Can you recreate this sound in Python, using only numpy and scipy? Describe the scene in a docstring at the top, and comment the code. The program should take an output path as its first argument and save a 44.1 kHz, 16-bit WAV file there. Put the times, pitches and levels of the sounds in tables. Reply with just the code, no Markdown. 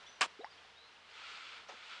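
"""Fish jump on a still lake

A fish slaps the water and throws spray; the hole it left closes with a snap and a rising gloop of bubbles.
Then cloth, probably a jacket, rustles close by, with one soft scuff partway through.
Small birds call far off over a quiet outdoor hush and a low hum."""
import sys
import numpy as np
from scipy import signal
from scipy.fft import rfft, irfft
from scipy.io import wavfile
from scipy.ndimage import map_coordinates

SR = 44100
rng = np.random.default_rng(int(sys.argv[2]) if len(sys.argv) > 2 else 0)


def dump_mix(stems):
    """Bounce the given channels to the path in sys.argv[1] as a 16-bit WAV at rate SR."""
    frames = np.atleast_2d(stems).T  # one column per channel
    limited = np.clip(frames, -1, 1)  # hard clip at full scale
    pcm = np.round(limited * 32767).astype(np.int16)
    wavfile.write(sys.argv[1], SR, pcm)


N = 88200

# spectrum of slap cracks and spray: freq_hz, gain_db
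SPLASH_SPECTRUM = [(60, -45), (150, -24.5), (280, -20), (450, -11), (720, -4.5), (850, -8), (1150, 3.5),
                   (1420, -6.5), (1620, -1), (2050, -5.5), (2550, -2), (3700, -7.5), (5200, -11.5),
                   (6300, -16), (7400, -14), (9000, -23), (10500, -36)]


def amp(db):
    return 10 ** (np.asarray(db) / 20)


def unit(x):
    return x / np.sqrt(np.mean(x ** 2) + 1e-20)


def since(start_s):
    """Seconds after start_s per sample, zero before."""
    return np.maximum(np.arange(N) / SR - start_s, 0)


def sine(pitch_hz):
    return np.sin(2 * np.pi * np.cumsum(pitch_hz) / SR)


def fade(start_s, swell_s, t60_s):
    """Envelope: exponential swell and decay."""
    t = since(start_s)
    return (1 - np.exp(-t / max(swell_s, 1e-5))) * np.exp(-np.log(1000) * t / t60_s)


def wobble(knots_per_s):
    """Smooth random curve."""
    knots = rng.standard_normal(int(N * knots_per_s / SR) + 4)
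    return map_coordinates(knots, [np.arange(N) * knots_per_s / SR])


def coloured(x, spectrum):
    """Minimum-phase filter of unit power gain, shaped by (freq_hz, gain_db) points."""
    size = 2 * N
    freq_hz, gain_db = np.transpose(spectrum)
    bins_hz = np.fft.rfftfreq(size, 1 / SR)
    gain = amp(np.interp(np.log(bins_hz + 1), np.log(freq_hz), gain_db))
    cepstrum = irfft(np.log(unit(gain)))
    cepstrum[1:N] *= 2
    cepstrum[N + 1:] = 0
    return irfft(rfft(x, size) * np.exp(rfft(cepstrum)), size)[:N]


def noise(spectrum):
    """Coloured noise, rms 1."""
    return unit(coloured(rng.standard_normal(N), spectrum))


def grains(spectrum, per_s):
    """Coloured clicks of random time and size, rms 1."""
    clicks = (rng.random(N) < per_s / SR) * rng.standard_normal(N)
    return unit(coloured(clicks, spectrum))


def ring(start_s, pitch_hz, swell_s, t60_s, glide_oct_per_s=0):
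    """Damped sine; the pitch glides for t60_s, then holds."""
    t = since(start_s)
    glide_hz = pitch_hz * 2 ** (glide_oct_per_s * np.minimum(t, t60_s))
    return sine(glide_hz * (t > 0)) * fade(start_s, swell_s, t60_s)


def slaps():
    """Quick hits on the water, each a wet crack and a ringing pocket of trapped air."""
    # hits and their air pockets: start_s, level_db, pitch_hz, t60_s
    hits = [(.2095, -19.5, 7280, 0.0032), (.2114, -22, 3000, .007), (.2123, -27, 1910, 0.0042),
            (.2168, -22, 1240, 0.012), (.2168, -15.5, 2580, 0.0099), (.2174, -14, 4770, 0.0046),
            (.2208, -22, 1320, 0.0058), (.228, -18, 2650, 0.0069), (.2355, -33, 1430, 0.0078),
            (.2402, -34, 2900, .007), (.2606, -33, 1390, 0.0033)]
    crack_noise = amp(-9.5) * noise(SPLASH_SPECTRUM)
    sound = np.zeros(N)
    for start_s, level_db, pitch_hz, t60_s in hits:
        pocket = ring(start_s, pitch_hz, swell_s=0.00019, t60_s=t60_s)
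        crack = crack_noise * fade(start_s, swell_s=0.0001, t60_s=0.0061)
        sound += amp(level_db) * (pocket + crack)
    return sound


def spray():
    """A short sheet of fine drops: rises, holds, falls away."""
    start_s, rise_s, hold_s, fall_db_per_s = 0.2085, 0.0023, 0.017, 510
    end_s, release_s = 0.263, 0.0068
    attack = np.minimum(since(start_s) / rise_s, 1)
    level_db = -29.5 - fall_db_per_s * since(start_s + hold_s)
    release = np.exp(-since(end_s) / release_s)
    return attack * amp(level_db) * release * grains(SPLASH_SPECTRUM, per_s=9000)


def gloop():
    """Ringing bubbles; most rise in pitch as they near the surface."""
    # bubbles: start_s, pitch_hz, level_db, glide_oct_per_s, swell_s, t60_s
    bubbles = [(.212, 1142, -27.5, 1, 0.0039, 0.072), (.21, 562, -33, -4, .001, 0.04),
               (.217, 1590, -37, -1, 0.0029, 0.056), (.229, 297, -43.5, -15, .003, 0.052),
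               (.262, 240, -54, -19, .002, 0.047), (0.237, 920, -37.5, 1.5, 0.0015, 0.066),
               (.258, 1240, -42, 2, 0.00092, 0.017), (.392, 350, -41, 13.5, 0.0012, 0.062),
               (0.3997, 411, -39, 12.5, 0.0017, 0.064), (.408, 665, -42, 24, 0.0019, 0.039),
               (.418, 462, -51, 22.5, 0.0032, 0.087), (.434, 622, -42.5, 24.5, 0.0017, 0.062),
               (.4445, 807, -35.5, 12, 0.0004, 0.039), (.461, 948, -44.5, 18, 0.003, 0.057),
               (.648, 780, -52, -3, 0.00084, 0.031), (.965, 2550, -49, 34, 0.0023, .035)]
    return sum(amp(level_db) * ring(start_s, pitch_hz, swell_s, t60_s, glide)
               for start_s, pitch_hz, level_db, glide, swell_s, t60_s in bubbles)


def snap():
    """The hole in the water shuts with a burst of noise."""
    # snap spectrum: freq_hz, gain_db
    spectrum = [(200, -46), (700, -2), (1200, 11.5), (1500, -4), (1900, 10.5), (2800, -5), (6000, -26),
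                (10000, -37)]
    return amp(-40) * noise(spectrum) * fade(start_s=0.4443, swell_s=0.00018, t60_s=0.015)


def rustle():
    """Cloth slides in slow swishes: hiss with fine catches."""
    # swish envelope: time_s, level_db
    swishes = [(1.04, -71), (1.1, -61.5), (1.16, -54.5), (1.3, -48.5), (1.36, -50), (1.4, -51.5),
               (1.5, -51), (1.57, -52.5), (1.67, -64), (1.7, -55.5), (1.78, -56), (1.82, -55.5),
               (1.93, -49.5), (2, -54)]
    # cloth friction spectrum: freq_hz, gain_db
    spectrum = [(200, -30.5), (500, -15.5), (750, -15), (950, -6), (1170, -6.5), (1290, 3), (1420, 1.5),
                (1620, -6), (1850, -5), (2300, -1), (2800, -1.5), (3100, -3.5), (3350, -1), (3750, -6),
                (4600, -8), (5500, -16.5), (7200, -21.5), (8800, -30), (10500, -63)]
    level_db = np.interp(since(0), *np.transpose(swishes), left=-120)
    friction = noise(spectrum) + amp(-8) * grains(spectrum, per_s=1500)
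    return amp(level_db) * unit(friction)


def scuff():
    """A tick, a gritty slide and dull contacts, like a foot settling in grass."""
    # dull contacts: start_s, level_db, pitch_hz, t60_s
    contacts = [(1.689, -49, 563, 0.076), (1.694, -46.5, 950, 0.073), (1.706, -46.5, 740, 0.045),
                (1.721, -45.5, 874, 0.045), (1.724, -53, 350, 0.039), (1.737, -56, 227, 0.048)]
    # grit spectrum: freq_hz, gain_db
    spectrum = [(150, -34), (500, 2.5), (1000, 0), (2000, -3), (4000, -8), (6500, -14), (10000, -38)]
    touch_s, swell_s = 1.686, 0.0016
    tick = amp(-42.5) * ring(touch_s, pitch_hz=5600, swell_s=0.0002, t60_s=0.004)
    grit = amp(-49.5) * grains(spectrum, per_s=5000) * fade(touch_s, swell_s, t60_s=0.31)
    body = sum(amp(level_db) * ring(start_s, pitch_hz, swell_s, t60_s)
               for start_s, level_db, pitch_hz, t60_s in contacts)
    return tick + grit + body


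def birds():
    """Thin gliding notes, the long ones buzzier, smeared by trees on the far bank."""
    # bird notes: start_s, length_s, start_hz, end_hz, level_db
    notes = [(0.062, 0.027, 6050, 5670, -61), (0.083, 0.027, 5960, 6060, -57.5),
             (.06, 0.029, 3344, 3635, -54), (.145, 0.031, 6150, 5600, -68),
             (0.407, 0.0227, 3570, 4120, -56.5), (0.445, 0.011, 4600, 5000, -59.5),
             (0.445, 0.0097, 5520, 5430, -59.5), (0.5, 0.031, 4630, 5020, -61),
             (0.522, 0.028, 4480, 4310, -63), (0.573, .025, 3043, 3460, -59), (.745, .08, 3600, 4050, -61),
             (0.799, .11, 3950, 4230, -62.5), (1.102, .025, 4490, 5200, -63.5)]
    waver_per_s = 0.2 * wobble(700)  # share of pitch per second of note length
    song = np.zeros(N)
    for start_s, length_s, start_hz, end_hz, level_db in notes:
        progress = np.minimum(since(start_s) / length_s, 1)
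        glide_hz = start_hz + (end_hz - start_hz) * progress
        tone = sine(glide_hz * (1 + waver_per_s * length_s))
        song += amp(level_db) * np.sin(np.pi * progress) * tone
    tail = rng.standard_normal(N) * fade(0, swell_s=0.006, t60_s=0.45)
    echo = signal.fftconvolve(song, tail / np.linalg.norm(tail))[:N]
    return song + amp(-6) * echo


def hush():
    """Quiet outdoor noise, slightly louder at first."""
    # outdoor air spectrum: freq_hz, gain_db
    spectrum = [(15, -19), (25, -14.5), (90, -10), (116, -17.5), (139, -9.5), (230, -9.5), (362, -9),
                (455, -1.5), (556, -5), (792, -1.5), (1410, 0), (1910, -2), (2060, -0.5), (2280, -2.5),
                (3170, -2), (4990, -9.5), (10400, -31.5), (13500, -57.5), (22000, -120)]
    settle_s = 0.17
    level_db = -60.5 + 3 * np.exp(-since(0) / settle_s) + 0.8 * wobble(11.1)
    return amp(level_db) * noise(spectrum)


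def hum():
    """Faint low tone, wavering in pitch and level."""
    pitch_hz = 84.5 * (1 + 0.06 * wobble(25))
    level_db = -86 + 1.6 * wobble(9.6)
    return amp(level_db) * unit(sine(pitch_hz))


def scene():
    """Water, scuff and cloth over the sounds of the bank; mono."""
    bass_cut_hz = 163  # small sources radiate little below this
    highpass = signal.butter(3, bass_cut_hz, "high", fs=SR, output="sos")
    near = signal.sosfilt(highpass, slaps() + spray() + gloop() + snap() + scuff())
    return (near + birds() + hush() + hum() + rustle())[None]


def record(dry):
    """Steep low-pass band limit."""
    top_hz = 10500
    return signal.sosfilt(signal.ellip(10, 0.1, 70, top_hz, fs=SR, output="sos"), dry)


dry = scene()
out = record(dry)
dump_mix(out)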